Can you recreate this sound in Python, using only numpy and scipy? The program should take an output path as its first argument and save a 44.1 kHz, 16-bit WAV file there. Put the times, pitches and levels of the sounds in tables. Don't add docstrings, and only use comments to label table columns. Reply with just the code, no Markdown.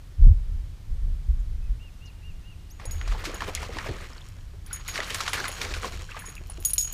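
import sys
import numpy as np
from scipy import signal
from scipy.fft import rfft, irfft, next_fast_len
from scipy.io import wavfile
from scipy.ndimage import uniform_filter1d

SR = 44100
rng = np.random.default_rng(int(sys.argv[2]) if len(sys.argv) > 2 else 0)


def generate_wav(signal):
    frames = np.transpose(np.atleast_2d(signal))
    scaled = np.clip(frames, -1, 1) * 32767
    pcm = np.round(scaled).astype(np.int16)
    wavfile.write(sys.argv[1], SR, pcm)


N = 305921
TIME = np.arange(N) / SR

# frequency_hz, density_db
WIND_SPECTRUM = [(14, -12), (22, -1), (32, 1.5), (50, -3.5), (85, -13), (112, -22.5), (165, -37.5),
                 (200, -40), (250, -54), (500, -53.5), (1100, -74)]
# start_s, hold_s, level_db
GUSTS = [(0.168, 0.058, -15), (0.432, 0.082, -26.5), (0.857, 0.012, -24.5), (0.983, 0.058, -22.5),
         (1.238, 0.11, -24.5), (1.451, 0.17, -29), (2.239, 0.011, -34), (2.825, 0.28, -31.5),
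         (3.23, 0.74, -41), (4.374, 0.015, -38.5), (4.55, 0.25, -42.5), (5.66, 0.029, -33.5),
         (5.883, 0.023, -35), (6.34, 0.72, -40.5)]
# frequency_hz, density_db
HULL_SPECTRUM = [(40, -9), (60, -7.5), (82, 4), (120, -8), (175, -13), (240, -28.5), (400, -33)]
# frequency_hz, density_db; then its overall level
TREE_SPECTRUM, TREE_DB = [(150, -29), (250, 2.5), (308, -2.5), (624, -7.5), (2160, -11), (2760, -13),
                          (3010, -11.5), (6310, -16.5), (15500, -25.5)], -59
# start_s, level_db, pitch_hz, length_s
THUMPS = [(0.189, -4.5, 32.4, 0.14), (0.18, -16.5, 75.5, 0.043), (0.257, -13, 111, 0.025),
          (0.253, -30.5, 196, 0.038), (1.19, -39, 130, .05), (0.3, -4.5, 70, 0.03),
          (1.279, -15.5, 55, 0.05), (1.68, -18.5, 39, 0.072), (2.925, -27.5, 74, 0.092),
          (3.058, -17.5, 41.5, 0.097), (3.539, -32, 69.6, 0.11), (3.887, -26.5, 117, 0.026),
          (3.898, -28, 54.6, 0.029), (5.702, -32, 82, 0.09)]
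# start_s, length_s, pitch_hz, level_db
BIRD_CHIPS = [(1.385, .04, 7300, -65), (2.049, 0.027, 6360, -55.5), (2.051, 0.051, 4900, -59)]
# start_s, length_s, top_hz, level_db
BIRD_NOTES = [(1.6, 0.1, 2580, -63), (1.79, 0.11, 2830, -53.5), (2.003, 0.11, 2840, -52.5),
              (2.224, 0.1, 2824, -52.5), (2.437, 0.11, 2840, -53.5)]
# time_s, pitch_hz, level_db
LINE_GLIDE = [(2.7, 4300, -59), (2.71, 5800, -52), (2.72, 6600, -51), (2.75, 6770, -67), (2.8, 6700, -65)]
# start_s, rise_s, hold_s, t60_s, splash_db, churn_re_splash_db, spray_re_splash_db
BOUTS = [(2.787, 0.018, 0.35, 0.72, -50, -7, -9.5), (2.9, 0.38, .2, 1.0, -41.5, -6, -8),
         (3.544, 0.091, 0.37, 1, -44, -7, -8), (4.634, 0.094, 0.26, .8, -49, -14.5, -7.5),
         (4.828, .12, 0.49, 1.04, -39, -12.5, -4), (5.553, 0.046, 0.26, 0.74, -41.5, -5, -3),
         (6.076, 0.033, .08, 0.84, -45.5, -20, -10)]
# frequency_hz, density_db
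SPLASH_SPECTRUM = [(82, -34), (140, -4), (200, -0.5), (243, -8), (456, -2), (747, -13), (1040, 3.5),
                   (1500, 0), (1900, 5.5), (2580, -3.5), (3500, -5.5), (5040, -12), (14600, -28),
                   (15500, -36)]
# start_s, snap_db, cavity_hz, treble_db
SLAPS = [(2.798, -38.5, 1150, 0), (3.013, -29, 1940, -10), (3.076, -34, 1090, 11.5),
         (3.122, -30.5, 1180, 6), (3.241, -31, 1127, 12), (3.254, -25, 2180, 10.5),
         (3.406, -23.5, 1760, -15), (3.421, -22.5, 1100, -21), (3.55, -27.5, 2850, 13),
         (3.629, -25.5, 970, 3), (3.768, -30.5, 1040, 3), (3.786, -20, 1800, -18), (4.885, -25, 2130, 6.5),
         (4.957, -22, 1810, 6), (4.977, -18.5, 2080, -3), (5.003, -18.5, 1910, -15), (5.104, -22, 3100, 6),
         (5.146, -22.5, 1970, 10), (5.205, -18.5, 1260, 7), (5.264, -23.5, 2120, 0), (5.278, -20, 1480, 9),
         (5.332, -14.5, 2000, 0), (5.351, -30, 2990, 5), (5.442, -19.5, 1670, -10), (5.454, -23, 2000, -2),
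         (5.481, -26, 2030, -15), (5.615, -21.5, 2380, 9), (5.649, -25.5, 2130, -9),
         (5.739, -24, 2420, 7.5), (5.832, -26.5, 1110, -10), (5.845, -22.5, 1050, -1),
         (6.167, -30, 1200, -8)]
# start_s, level_db, pitch_hz
AIR_POCKETS = [(2.852, -36, 500), (3.148, -29, 820), (3.271, -28, 326), (3.295, -27, 530),
               (3.338, -28, 430), (3.482, -25, 487), (3.691, -27.5, 454), (3.761, -30.5, 306),
               (3.861, -28.5, 614), (3.888, -24.5, 427), (3.909, -27, 313), (3.943, -33, 400),
               (4.536, -42, 394), (4.989, -24, 592), (5.109, -31, 428), (5.391, -23.5, 970),
               (5.404, -30, 354), (5.491, -30.5, 560), (5.653, -33, 470), (5.709, -29.5, 352),
               (5.833, -28.5, 437), (5.855, -26.5, 500), (5.989, -42, 316), (6.166, -29.5, 850),
               (6.281, -39, 424), (6.408, -38.5, 343), (6.496, -38, 756), (6.582, -34, 335)]
# start_s, level_db, nominal_hz
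DRIPS = [(3.5752, -31, 2130), (4.133, -42, 5300), (4.181, -42, 4400), (4.217, -42.5, 3530),
         (4.711, -37, 1460), (5.4031, -27, 1610), (6.091, -40, 1570), (6.117, -35, 2680),
         (6.146, -38.5, 1157), (6.2213, -40, 1720), (6.2398, -43, 1035), (6.367, -39, 2700),
         (6.3798, -37.5, 2500)]
# start_s, click_db, low_ring_db, middle_ring_db, high_ring_db, t60_s
TACKLE_TICKS = [(2.8546, -25, -35.5, -39, -50, 0.1), (2.9104, -24, -38.5, -50, -48, 0.42),
                (3.251, -26, -45, -51, -50, 0.16), (3.3436, -32, -36, -46, -45, 0.14),
                (3.5503, -8.5, -26, -37, -43, 0.031), (4.287, -32, -66, -62, -61, .15),
                (4.663, -28.5, -67, -42.5, -52, 0.1), (4.7294, -25, -30, -29.5, -35, 0.16),
                (4.879, -20, -32.5, -36, -41, 0.22), (5.145, -10, -47, -46, -43, 0.45),
                (5.295, -32, -50, -41, -51, 0.15), (5.3335, -12, -38, -37, -37, 0.15),
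                (5.48, -32, -41, -34.5, -39, 0.1), (5.5157, -31, -40, -42.5, -47, 0.24),
                (6.191, -26, -49, -44.5, -47, 0.28), (6.256, -33, -41.5, -47, -60, 0.55),
                (6.293, -30, -56, -47, -54, 0.19), (6.353, -24.5, -52, -56, -57, 0.25),
                (6.47, -38, -65, -64, -53, 0.15), (6.4988, -32, -60, -39.5, -58, 0.17),
                (6.601, -37, -62, -49.5, -49, 0.63), (6.6497, -8, -22, -19, -22, 0.2),
                (6.694, -29, -47, -29, -37, 0.094), (6.7052, -19, -45, -23.5, -34, 0.064),
                (6.7336, -18, -42, -17.5, -22, 0.1), (6.7807, -9, -16.5, -28, -27, 0.29),
                (6.8117, -15, -24.5, -36, -38, 0.34), (6.9246, -35, -36, -40, -29.5, .16)]
# pitch_hz, level_db, t60_ratio
TACKLE_MODES = [(5370, -14, .45), (6520, -16, .4), (6715, 0, 1.2), (6810, -14, 1.2), (7760, -19, .7),
                (9560, -8, .6), (9800, 0, .7), (9900, -11, .6), (13000, -2, .7), (13620, -10, .6),
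                (14050, -10, .6), (14350, -6, .5)]
# frequency_hz, band_level_db
PATTER_SPECTRUM = [(400, -9.5), (1000, 0.5), (2500, 3.5), (5000, 10.5), (9000, -8), (15000, -9)]
# delay_s, gain_db
SHORE_ECHOES = [(.075, -21), (.17, -22)]

BREEZE_DB = -43.5
RING_CENTRES_HZ = (6740, 9800, 13500)


def from_db(db):
    return 10 ** (np.asarray(db) / 20)


def rms_one(x):
    return x / np.sqrt(np.mean(x ** 2) + 1e-20)


def at_hz(points, hz):
    f, db = np.transpose(points)
    return np.interp(np.log(hz), np.log(f), db)


def band(x, low_hz, high_hz):
    sos = signal.butter(2, [low_hz, min(high_hz, .45 * SR)], "band", fs=SR, output="sos")
    return signal.sosfilt(sos, x + 1e-18)


def drift(rate_hz):
    step, run_in = 40, 2000
    pole = np.exp(-2 * np.pi * step * rate_hz / SR)
    white = rng.standard_normal(N // step + run_in + 2)
    slow = signal.lfilter([1], [1, -2 * pole, pole * pole], white)[run_in:]
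    return np.interp(np.arange(N) / step, np.arange(len(slow)), rms_one(slow))


def coloured_noise(spectrum):
    size = next_fast_len(N)
    hz = np.maximum(np.fft.rfftfreq(size, 1 / SR), 1)
    inside = (hz >= spectrum[0][0]) & (hz <= spectrum[-1][0])
    weights = from_db(at_hz(spectrum, hz)) * inside
    return rms_one(irfft(rfft(rng.standard_normal(size)) * weights, size)[:N])


def add(out, start_s, sound):
    at = int(np.clip(round(start_s * SR), 0, N))
    out[at:at + len(sound)] += sound[:N - at]


def decay(t, t60_s):
    return np.exp(-np.log(1000) * t / max(t60_s, 1e-4))


def swell(start_s, rise_s, hold_s, t60_s):
    t = TIME - start_s
    return np.clip(t / rise_s, 0, 1) * decay(np.maximum(t - rise_s - hold_s, 0), t60_s)


def wind_strength():
    gusts = [from_db(db) * swell(start_s, rise_s=0.063, hold_s=hold_s, t60_s=0.63)
             for start_s, hold_s, db in GUSTS]
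    return np.sqrt(from_db(BREEZE_DB) ** 2 + np.sum(np.square(gusts), axis=0))


def wind(strength, smoothing_s=0.0666, ceiling_db=-15):
    eddies = coloured_noise(WIND_SPECTRUM)
    local_power = uniform_filter1d(eddies ** 2, int(smoothing_s * SR))
    return eddies / np.sqrt(local_power + 0.019) * np.minimum(strength, from_db(ceiling_db))


def hull_rumble(strength, calm_db=-45.5, flutter_db=-40):
    drone = from_db(calm_db) * (strength / from_db(BREEZE_DB)) ** 0.15 * coloured_noise(HULL_SPECTRUM)
    flutter = coloured_noise([(90, -1.5), (200, 1), (400, -21.5), (1000, -38), (6000, -40)])
    return drone + from_db(flutter_db) * (strength / strength.max()) ** 3 * flutter


def air_in_trees():
    return from_db(TREE_DB) * coloured_noise(TREE_SPECTRUM)


def thumps():
    out = np.zeros(N)
    for start_s, db, hz, length_s in THUMPS:
        t = TIME[:int(length_s * SR)]
        add(out, start_s, from_db(db) * np.sin(2 * np.pi * hz * t) * np.hanning(len(t)) ** 0.87)
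    return out


def bird_chips():
    out = np.zeros(N)
    for start_s, length_s, hz, db in BIRD_CHIPS:
        n = int(length_s * SR)
        hiss = rms_one(band(rng.standard_normal(n), hz * 0.82, hz * 1.03))
        add(out, start_s, from_db(db) * np.hanning(n) * hiss)
    return out


def bird_whistles(droop=0.1493, scatter_db=-22):
    out = np.zeros(N)
    for start_s, length_s, top_hz, db in BIRD_NOTES:
        position = np.linspace(-1, 1, int(length_s * SR))
        arch = 1 - droop * np.abs(position + .08) ** 3
        hz = top_hz * arch * (1 + .013 * drift(250)[:len(position)])
        note = from_db(db) * np.sin(2 * np.pi * np.cumsum(hz) / SR) * (1 - position ** 2) ** 0.57
        add(out, start_s, note)
        for delay_s in rng.uniform(0.0085, 0.29, size=22):
            add(out, start_s + delay_s, from_db(scatter_db) * note)
    return out


def line_zip(octave_db=-2.0):
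    times_s, pitches_hz, levels_db = np.transpose(LINE_GLIDE)
    hz = np.interp(TIME, times_s, pitches_hz)
    level = from_db(np.interp(TIME, times_s, levels_db)) * (TIME > times_s[0]) * (TIME < times_s[-1])
    phase = 2 * np.pi * np.cumsum(hz * (1 + 0.0086 * drift(300))) / SR
    climbing = hz < pitches_hz[2]
    return level * (np.sin(phase) + from_db(octave_db) * climbing * np.sin(2 * phase))


def thrash_strength(lag_s=0, t60_ratio=1, wake_db=-23, wake_rise_s=0.0084):
    power, wake_power = np.zeros((3, N)), np.zeros(N)
    for start_s, rise_s, hold_s, t60_s, db, churn_db, spray_db in BOUTS:
        gains = from_db([[db + churn_db], [db], [db + spray_db]])
        power += (gains * swell(start_s + lag_s, rise_s, hold_s, t60_s * t60_ratio)) ** 2
    t = TIME[:SR // 2]
    wake = np.clip(t / wake_rise_s, 0, 1) * decay(t, t60_s=0.34)
    for start_s, db, _, _ in SLAPS:
        add(wake_power, start_s + lag_s, (from_db(db + wake_db) * wake) ** 2)
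    wake_balance = from_db([[-8.5], [0], [-5]])
    return np.sqrt(power + wake_power * wake_balance ** 2)


def splashing(thrash, impacts_per_s=600, size_db=1.5, clump_db=3.0, flicker_db=2.0, wash=0.45):
    out, clumps = np.zeros(N), drift(22)
    edges = np.geomspace(160, 16000, 16)
    centres = np.sqrt(edges[1:] * edges[:-1])
    power = from_db(at_hz(SPLASH_SPECTRUM, centres)) ** 2 * np.diff(edges)
    churn, spray = centres < 850, centres >= 3200
    splash = ~churn & ~spray
    core = (centres > 240) & (centres < 6500)
    for level, trim_db, zone in zip(thrash, (0.0, -1.5, -1.5), (churn, splash, spray)):
        for k in np.flatnonzero(zone):
            hits = rng.random(N) < impacts_per_s * np.sqrt(centres[k] / 2000) / SR
            sizes = from_db(size_db * np.minimum(rng.exponential(1, hits.sum()), 4))
            drops = np.zeros(N)
            drops[hits] = sizes * rng.choice([-1, 1], hits.sum())
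            water = band(rms_one(drops) + wash * rng.standard_normal(N), edges[k], edges[k + 1])
            water = rms_one(water * from_db(clump_db * clumps + flicker_db * drift(24.0)))
            out += water * level * from_db(trim_db) * np.sqrt(power[k] / power[zone & core].sum())
    return out


def bubble(hz, cycles, rise):
    t60_s = cycles / hz
    t = TIME[:int(t60_s * SR) + 2]
    phase = 2 * np.pi * hz * (t + rise * t * t / (2 * t60_s))
    return np.sin(phase) * decay(t, t60_s) * (1 - np.exp(-2 * hz * t))


def small_bubbles(thrash, count=2500, level_db=5.0, spread_db=14.5):
    out, first = np.zeros(N), int(BOUTS[0][0] * SR)
    for when, pitch, size, life in rng.random((count, 4)):
        at = int(first + when * (N - first))
        hz = 350 * 26 ** (pitch ** .7)
        churn, splash, spray = 20 * np.log10(thrash[:, at] + 1e-9)
        spectrum = [(600, churn), (1100, splash), (2300, splash), (4500, spray + 2), (9000, spray - 6)]
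        db = at_hz(spectrum, hz) + level_db + spread_db * (size ** 3 - 0.72)
        add(out, at / SR, from_db(db) * bubble(hz, cycles=14 + 26 * life, rise=.25))
    return out


def slaps(crackle_db=-12.0, cavity_db=0.5, bright_db=-6.0):
    out, t = np.zeros(N), TIME[:SR // 5]
    for start_s, db, hz, treble_db in SLAPS:
        white = rng.standard_normal((3, len(t)))
        body, spray, snap = np.sign(white) * np.abs(white) ** 1.72
        crackle = rms_one(band(body, hz * .5, hz * 1.13))
        crackle += from_db(treble_db + bright_db) * rms_one(band(spray, 1500, 6200))
        add(out, start_s, from_db(db + crackle_db) * crackle * decay(t, t60_s=0.11))
        snap = band(snap, hz * .5, hz * 2.2) * decay(t, t60_s=.016)
        add(out, start_s, from_db(db) * snap / np.abs(snap).max())
        add(out, start_s, from_db(db + cavity_db) * bubble(hz, cycles=26, rise=.1))
    return out


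def plops_and_drips(pocket_db=-1.0, plunge_db=-11.0, drip_db=6.5):
    out, t = np.zeros(N), TIME[:SR // 4]
    for start_s, db, hz in AIR_POCKETS:
        add(out, start_s, from_db(db + pocket_db) * bubble(hz, cycles=18.7, rise=0.17))
        plunge = rms_one(band(rng.standard_normal(len(t)), hz * 0.49, hz * 1.65))
        add(out, start_s, from_db(db + plunge_db) * plunge * decay(t, t60_s=0.15))
    for start_s, db, hz in DRIPS:
        add(out, start_s, from_db(db + drip_db) * bubble(hz * .96, cycles=43, rise=0.3))
    return out


def tackle(ring_db=-1.5, click_trim_db=-11.0, buzz_db=-16.5, sag=0.0129, sag_s=0.0233, detune=0.003):
    out, t = np.zeros(N), TIME[:SR // 2]
    bent_time = np.cumsum(1 + sag * (np.exp(-t / sag_s) - .5)) / SR
    shake = drift(80)
    attack = 1 - np.exp(-t / 0.00036)
    gaps_s = np.diff([tick[0] for tick in TACKLE_TICKS], append=N / SR)
    for (start_s, click_db, *rings_db, t60_s), gap_s in zip(TACKLE_TICKS, gaps_s):
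        white = rng.standard_normal((2, len(t)))
        click = rms_one(band(white[0], 3340, 10000)) * decay(t, t60_s=0.0092)
        add(out, start_s, from_db(click_db + click_trim_db) * click)
        buzz = rms_one(band(white[1], 3300, 11000)) * decay(t, t60_s * 0.61)
        ring = from_db(max(rings_db) + buzz_db) * buzz
        for hz, db, t60_ratio in TACKLE_MODES:
            phase, place, tuning = rng.random(3)
            gain = from_db(db + ring_db + np.interp(hz, RING_CENTRES_HZ, rings_db))
            mode_hz = hz * (1 + detune * (2 * tuning - 1))
            mode = np.sin(2 * np.pi * (mode_hz * bent_time + phase)) * decay(t, t60_s * t60_ratio)
            offset = int(place * (N - len(t)))
            tremolo = 1 + 0.55 * shake[offset:offset + len(t)]
            ring += gain * mode * tremolo
        choke = decay(np.maximum(t - gap_s, 0), t60_s=0.23)
        add(out, start_s, ring * attack * choke)
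    return out


def patter(drops_per_s=330, flight_s=0.11, spray_db=-3.5, lift_s=6.345, lift_rise_s=0.39, lift_db=-50):
    hits = np.flatnonzero(rng.random(N) < drops_per_s / SR)
    sizes_db = 3.5 * np.minimum(rng.exponential(1, len(hits)), 3.5)
    edges = np.geomspace(350, 15500, 10)
    out, t = np.zeros(N), TIME[:SR // 50]
    for low, high in zip(edges, edges[1:]):
        colour_db = 6.0 * rng.uniform(-0.83, 0.86, len(hits))
        drops = np.zeros(N)
        drops[hits] = from_db(sizes_db + colour_db) * rng.choice([-1, 1], len(hits))
        tick = rng.standard_normal(len(t)) * decay(t, t60_s=0.0055)
        ticks = band(signal.fftconvolve(drops, tick)[:N], low, high)
        out += from_db(at_hz(PATTER_SPECTRUM, np.sqrt(low * high))) * rms_one(ticks)
    thrown = from_db(spray_db) * thrash_strength(lag_s=flight_s, t60_ratio=1.7)[2]
    streaming = from_db(lift_db) * np.clip((TIME - lift_s) / lift_rise_s, 0, 1)
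    return rms_one(out) * np.hypot(thrown, streaming)


def scene():
    thrash, gusts = thrash_strength(), wind_strength()
    water = splashing(thrash) + small_bubbles(thrash) + slaps() + plops_and_drips() + patter()
    ambience = air_in_trees() + hull_rumble(gusts) + bird_whistles() + bird_chips()
    out = water + wind(gusts) + thumps() + tackle() + line_zip() + ambience
    for delay_s, db in SHORE_ECHOES:
        add(out, delay_s, from_db(db) * band(water, 520, 5900))
    return out[None]


def record(dry):
    cutoff_hz = 15150
    return signal.sosfilt(signal.ellip(10, .1, 80, cutoff_hz, fs=SR, output="sos"), dry)


dry = scene()
out = record(dry)
generate_wav(out)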